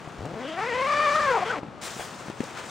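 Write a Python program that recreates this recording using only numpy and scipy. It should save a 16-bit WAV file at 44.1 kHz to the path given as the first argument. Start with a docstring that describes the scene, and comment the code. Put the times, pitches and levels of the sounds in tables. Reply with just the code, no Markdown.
"""A tent door zipper, heard from inside, pulled up in one stroke. Single tooth ticks merge into a
rising buzz that sags as the arm runs out of reach; the taut fabric hums along, the slider scrapes
and the tape squeaks. Near the top the zipper binds and stops. The nylon flap is then swept aside
with a swish, soft pops and crease snaps, over a steady outdoor rush."""
import sys
import numpy as np
from scipy import signal
from scipy.fft import rfft, irfft, next_fast_len
from scipy.io import wavfile
from scipy.ndimage import map_coordinates

SR = 44100
rng = np.random.default_rng(int(sys.argv[2]) if len(sys.argv) > 2 else 0)


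def persist_wave(psi):
    """Save psi, clipped to +-1, as 16-bit WAV."""
    counts = np.round(np.clip(psi, -1, 1) * 32767).astype(np.int16)
    wavfile.write(sys.argv[1], SR, np.atleast_2d(counts).T)


N = 119070

# Tooth tick spectrum. Each row: frequency in Hz, relative level in dB.
TICK_SPECTRUM = [(40, -33.5), (130, -16.5), (450, 8.5), (1200, -0.5), (2300, -1), (2800, -9), (4600, -22.5),
                 (8000, -27.5), (12000, -51)]
# Nylon swish spectrum. Each row: frequency in Hz, relative level in dB.
SWISH_SPECTRUM = [(200, -11.5), (3000, -7), (7000, -5.5), (9000, -10.5), (12200, -31.5), (14000, -22)]


def amp(db):
    """Decibels to gain."""
    return 10 ** (np.asarray(db) / 20)


def unit(x):
    """Scale to rms 1."""
    return x / np.sqrt(np.mean(x ** 2) + 1e-20)


def along(points, hz):
    """Interpolate (Hz, value) points on a log axis."""
    f, v = np.transpose(points)
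    return np.interp(np.log(hz + 1), np.log(f + 1), v)


def curves(rows):
    """One value per sample for each column after the time."""
    times_s, *columns = np.transpose(rows)
    return [np.interp(np.arange(N) / SR, times_s, c) for c in columns]


def wobble(knots_per_s):
    """Smooth random curve, rms about 1."""
    return map_coordinates(rng.standard_normal(N // 8), [np.arange(N) * knots_per_s / SR], mode="wrap")


def filtered(x, response):
    """Apply a response given as a function of Hz."""
    size = next_fast_len(N + SR // 2)
    return irfft(rfft(x, size) * response(np.fft.rfftfreq(size, 1 / SR)), size)[..., :N]


def causal(spectrum, size=4096):
    """Minimum-phase impulse response of unit energy."""
    cepstrum = irfft(np.log(amp(along(spectrum, np.fft.rfftfreq(size, 1 / SR)))))
    cepstrum[1:size // 2] *= 2
    cepstrum[size // 2 + 1:] = 0
    impulse = irfft(np.exp(rfft(cepstrum)))
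    return impulse / np.linalg.norm(impulse)


def pulses(at, sizes, order=8):
    """Band-limited impulses at fractional sample positions."""
    taps = np.floor(at)[:, None] + np.arange(1 - order, order + 1)
    offset = taps - at[:, None]
    shape = sizes[:, None] * np.sinc(offset) * np.cos(np.pi * offset / (2 * order)) ** 2
    return np.bincount(np.clip(taps, 0, N - 1).astype(int).ravel(), shape.ravel(), N)


def rush(spectrum, grain_db=0, grains_per_s=900):
    """Stereo noise of rms 1, optionally clumped into grains."""
    # Each row: frequency in Hz, left-right correlation.
    correlation = [(30, 0.23), (150, 0.82), (4500, 0.85), (12000, 0.6)]

    def mid_side_gains(hz):
        angle = np.arccos(np.clip(along(correlation, hz), -1, 1)) / 2
        return amp(along(spectrum, hz)) * [np.cos(angle), np.sin(angle)]

    pair = rng.standard_normal((2, N)) * amp(grain_db * wobble(grains_per_s))
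    mid, side = filtered(pair, mid_side_gains)
    return unit(np.array([mid + side, mid - side]))


def friction_tone(hz, scatter):
    """Fuzzy tone whose pitch varies by the fraction scatter."""
    return np.sin(2 * np.pi * np.cumsum(hz * (1 + scatter * wobble(900))) / SR)


def outdoors(level_db=-43.5):
    """Steady, slightly wavering rush from outside."""
    # Each row: frequency in Hz, relative level in dB.
    spectrum = [(25, -38), (60, -8.5), (130, 1), (550, -5), (1200, -6), (1800, -15), (8000, -35),
                (12000, -53)]
    return amp(level_db + wobble(11.5)) * rush(spectrum)


def cloth_pops(rise_s=.00086, t60_cycles=8.8, puff_decay_s=.012, puff_db=-2, crease_t60_s=.022):
    """Slack cloth jerks taut with a damped thump and a puff; creases snap."""
    # Each row: start in seconds, relative level in dB, pitch in Hz.
    pops = [(.074, -31.5, 141), (.252, -28, 674), (.338, -31.5, 152), (1.631, -26, 294),
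            (1.647, -32, 256.5), (1.664, -31, 223.8), (1.682, -31, 200), (1.963, -33.5, 177),
            (1.996, -18.5, 800), (2.008, -28, 650), (2.283, -29.5, 194), (2.299, -28, 353),
            (2.404, -19, 243), (2.434, -20.5, 497)]
    # Each row: frequency in Hz, relative level in dB.
    puff_spectrum = [(40, -11), (150, 0.5), (900, -5.5), (1500, -19), (2600, -20.5), (12000, -73)]
    # Each row: start in seconds, relative level in dB.
    creases = [(0.255, -36.5), (1.632, -50), (2.3, -38), (2.406, -32), (2.44, -32), (2.588, -33),
               (2.601, -37)]
    t = np.arange(N) / SR
    thumps, puffs, snaps = np.zeros((3, N))
    for start_s, db, hz in pops:
        age_s = np.clip(t - start_s, 0, 1)
        envelope = 1.27 * amp(db - 60 * age_s * hz / t60_cycles) * (1 - np.exp(-age_s / rise_s))
        thumps += envelope * np.sin(2 * np.pi * hz * age_s)
        puffs += envelope * np.exp(-age_s / puff_decay_s)
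    for start_s, db in creases:
        snaps += (t > start_s) * amp(db - 60 * np.abs(t - start_s) / crease_t60_s)
    return thumps + amp(puff_db) * puffs * rush(puff_spectrum) + .5 * snaps * rush(SWISH_SPECTRUM)


def weave(start_s, rib_hz=2080, sag_per_s=1.05, wander_db=3):
    """Nylon ribs rasp past each other: harmonics 2-4 of the rib rate sink as the sweep slows."""
    slowing = np.exp(-sag_per_s * np.maximum(np.arange(N) / SR - start_s, 0))
    return unit(sum(amp(wander_db * wobble(20)) / k * friction_tone(k * rib_hz * slowing, scatter=.05)
                    for k in range(2, 5)))


def sliding_nylon(weave_db=-1):
    """Sleeve, then flap on wall: grainy swish, dull rustle of folds; fast sweeps add hiss and rasp."""
    # Each row: time in seconds, swish level in dB, rustle level in dB.
    levels = [(0, -58, -50), (.3, -61.5, -48.5), (1.805, -90, -75), (1.815, -42, -42), (1.865, -39, -39.5),
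              (1.952, -44.5, -43.5), (2.005, -45.5, -38), (2.11, -48.5, -45.5), (2.3, -51.5, -44),
              (2.34, -55, -49.5), (2.46, -47.5, -43), (2.54, -52, -45), (2.59, -46.5, -37.5),
              (2.63, -49.5, -43.5), (2.7, -44.5, -46)]
    # Each row: centre in seconds, half-width in seconds, level in dB.
    sweeps = [(1.86, 0.028, -42.5), (2.015, 0.063, -46.5)]
    # Each row of both spectra: frequency in Hz, relative level in dB.
    hiss_spectrum = [(3000, -30), (7000, 5), (9000, 6), (12200, -11), (14000, -3)]
    rustle_spectrum = [(60, -17), (150, -49), (400, 3.5), (1300, 7), (3500, -3.5), (12000, -37)]
    t = np.arange(N) / SR
    swish_db, rustle_db = curves(levels)
    swish = amp(swish_db + wobble(68)) * rush(SWISH_SPECTRUM, grain_db=2, grains_per_s=1200)
    surge = sum(amp(db) * np.exp(-((t - centre_s) / half_s) ** 2) for centre_s, half_s, db in sweeps)
    sheen = surge * (rush(hiss_spectrum) + amp(weave_db) * weave(start_s=levels[2][0]))
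    rustle = amp(rustle_db + 1.64 * wobble(80)) * rush(rustle_spectrum, grain_db=1.5, grains_per_s=350)
    return swish + sheen + rustle


def tape_squeaks():
    """Brief, narrow bands of friction between slider and tape."""
    # Each row: centre in seconds, half-width in seconds, pitch in Hz, fractional scatter, level in dB.
    squeaks = [(0.493, 0.07, 3110, 0.1, -41), (0.996, .09, 4640, 0.016, -44), (1.483, 0.04, 3192, .07, -40)]
    t = np.arange(N) / SR
    return sum(amp(db) * np.exp(-((t - centre_s) / half_s) ** 2) * friction_tone(hz, scatter)
               for centre_s, half_s, hz, scatter, db in squeaks)


def slider_scrape(teeth_passed, scrape_db):
    """Friction noise of the slider, pulsing once per tooth."""
    # Each row: frequency in Hz, relative level in dB.
    spectrum = [(100, 7), (200, 13), (400, -4.5), (1200, 13.5), (2400, 2.5), (5000, -0.5), (7500, -6.5),
                (11000, -19.5), (12200, -58), (14000, -22)]
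    pulsing = 1 + .6 * np.cos(2 * np.pi * teeth_passed)
    return amp(scrape_db + 5.5 + 1.1 * wobble(60.1)) * pulsing * rush(spectrum)


def fabric_hum(teeth_passed, tooth_hz, tick, upper_gain, smear_rad, flutter_db=3, odd_loss_db=2):
    """Taut cloth hums with the teeth: harmonics 1-3 strong, 4-8 weaker and wandering."""
    # Each row: time in seconds, levels of harmonics 1, 2 and 3 in dB.
    levels = [(.3, -38, -71, -69), (.37, -34, -37.5, -41), (.56, -36.5, -39.5, -65), (.585, -48, -32, -40),
              (.63, -55, -31.5, -30), (.68, -48, -48, -48), (.77, -41, -31.5, -87), (.91, -56, -24.5, -37),
              (1.13, -32.5, -23, -33), (1.27, -40, -24, -29), (1.31, -24.5, -28, -28),
              (1.375, -38, -22, -31), (1.405, -70, -44, -35.5), (1.43, -58, -20.5, -31),
              (1.455, -41, -60, -44), (1.505, -70, -39.5, -23.5), (1.6, -60, -44, -43.5)]
    hz = np.fft.rfftfreq(len(tick), 1 / SR)
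    tick_rad = np.unwrap(np.angle(rfft(tick)))

    def harmonic(k, drift_rad):
        return np.cos(k * (2 * np.pi * teeth_passed + drift_rad) + np.interp(k * tooth_hz, hz, tick_rad))

    hum = np.zeros(N)
    for k, db in enumerate(curves(levels), 1):
        hum += amp(db + flutter_db * wobble(70.07)) * harmonic(k, smear_rad * wobble(330))
    for k in range(4, 9):
        db = along(TICK_SPECTRUM, k * tooth_hz) - 4 - odd_loss_db * (k % 2)
        hum += upper_gain * amp(db + flutter_db * wobble(22.5)) * harmonic(k, .28 * wobble(130))
    return hum


def tooth_impacts(teeth_passed, binding, free_jitter_s=.00004, binding_jitter_s=.00022, scatter_db=2.5):
    """One impulse per tooth entering the slider, less regular where it binds."""
    teeth = np.arange(1, int(teeth_passed[-1]) + 1)
    timing, size = rng.standard_normal((SR, 2))[teeth].T
    at = np.interp(teeth, teeth_passed, np.arange(N))
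    jitter_s = np.where(binding[at.astype(int)], binding_jitter_s, free_jitter_s)
    return pulses(at + jitter_s * SR * timing, amp(scatter_db * size))


def zipper(binds_from_s=1.33, slow_hz=300, thud_db=3.5, delay_at_1khz_s=.00082):
    """Teeth tick through the slider and merge into a buzz; the pull turns jerky where it binds."""
    # Each row: time in seconds, slider speed in teeth per second.
    speed = [(.19, 49.2), (.215, 86), (.26, 143), (.4, 231), (.462, 273), (.482, 313), (.563, 338),
             (.578, 358), (.62, 428), (.68, 500), (.72, 474), (.8, 513), (.91, 599), (1.005, 584),
             (1.16, 602), (1.262, 578), (1.325, 491), (1.35, 482), (1.365, 438), (1.428, 339), (1.513, 497),
             (1.55, 400), (1.6, 213)]
    # Each row: time in seconds, relative tick level in dB, relative scrape level in dB.
    pull = [(.18, -51.5, -64), (.208, -41, -57), (.3, -40, -59.5), (.4, -36.5, -56.5), (.5, -42.5, -49),
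            (.562, -39.5, -51.5), (.585, -34.5, -48), (.8, -31, -46.5), (.92, -31, -41), (1.08, -29, -41.5),
            (1.16, -37.5, -37.5), (1.32, -31, -42), (1.43, -29.5, -47), (1.462, -32, -48),
            (1.49, -32.5, -43), (1.588, -31.5, -53.5), (1.605, -71, -59)]
    t = np.arange(N) / SR
    moving = (t > pull[0][0]) & (t < pull[-1][0])
    binding = t > binds_from_s
    tooth_hz = curves(speed)[0] * (1 + np.where(binding, .06, .032) * wobble(115))
    teeth_passed = np.cumsum(tooth_hz * moving) / SR + .5
    tick_db, scrape_db = curves(pull)
    impacts = tooth_impacts(teeth_passed, binding) * np.sqrt(SR / tooth_hz) * amp(tick_db)
    # Slow teeth tug the cloth with a duller thud.
    slow = 1 / (1 + (tooth_hz / slow_hz) ** 4)
    tick = causal(TICK_SPECTRUM)
    thud = causal([(30, -14), (140, 5), (694, -3), (1600, -24), (8000, -52)])
    ticks = signal.fftconvolve(impacts * (1 - slow), tick)[:N]
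    thuds = amp(thud_db) * signal.fftconvolve(impacts * slow, thud)[:N]
    hum = fabric_hum(teeth_passed, tooth_hz, tick, upper_gain=amp(tick_db) * (1 - slow) * ~binding,
                     smear_rad=np.where(binding, .25, .13))
    # The cloth carries low notes later than high ones.
    dispersion = lambda hz: -np.exp(-4j * np.pi * delay_at_1khz_s * np.sqrt(1000 * hz))
    buzz = filtered(ticks + thuds + moving * hum, dispersion)
    return buzz + moving * slider_scrape(teeth_passed, scrape_db) + tape_squeaks()


def scene():
    """All sources, a little to the left."""
    # Each row: frequency in Hz, left over right in dB.
    balance = [(250, 4.5), (1200, 4), (2500, 3), (12000, 2)]
    mix = zipper() + sliding_nylon() + cloth_pops() + outdoors()
    return filtered(mix, lambda hz: amp(np.outer([.5, -.5], along(balance, hz))))


def record(dry):
    """Thin the deepest bass and cut the top treble."""
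    low_cut_hz, top_hz = 55, 15800
    return filtered(dry, lambda hz: (hz < top_hz) * hz / np.hypot(hz, low_cut_hz))


dry = scene()
out = record(dry)
persist_wave(out)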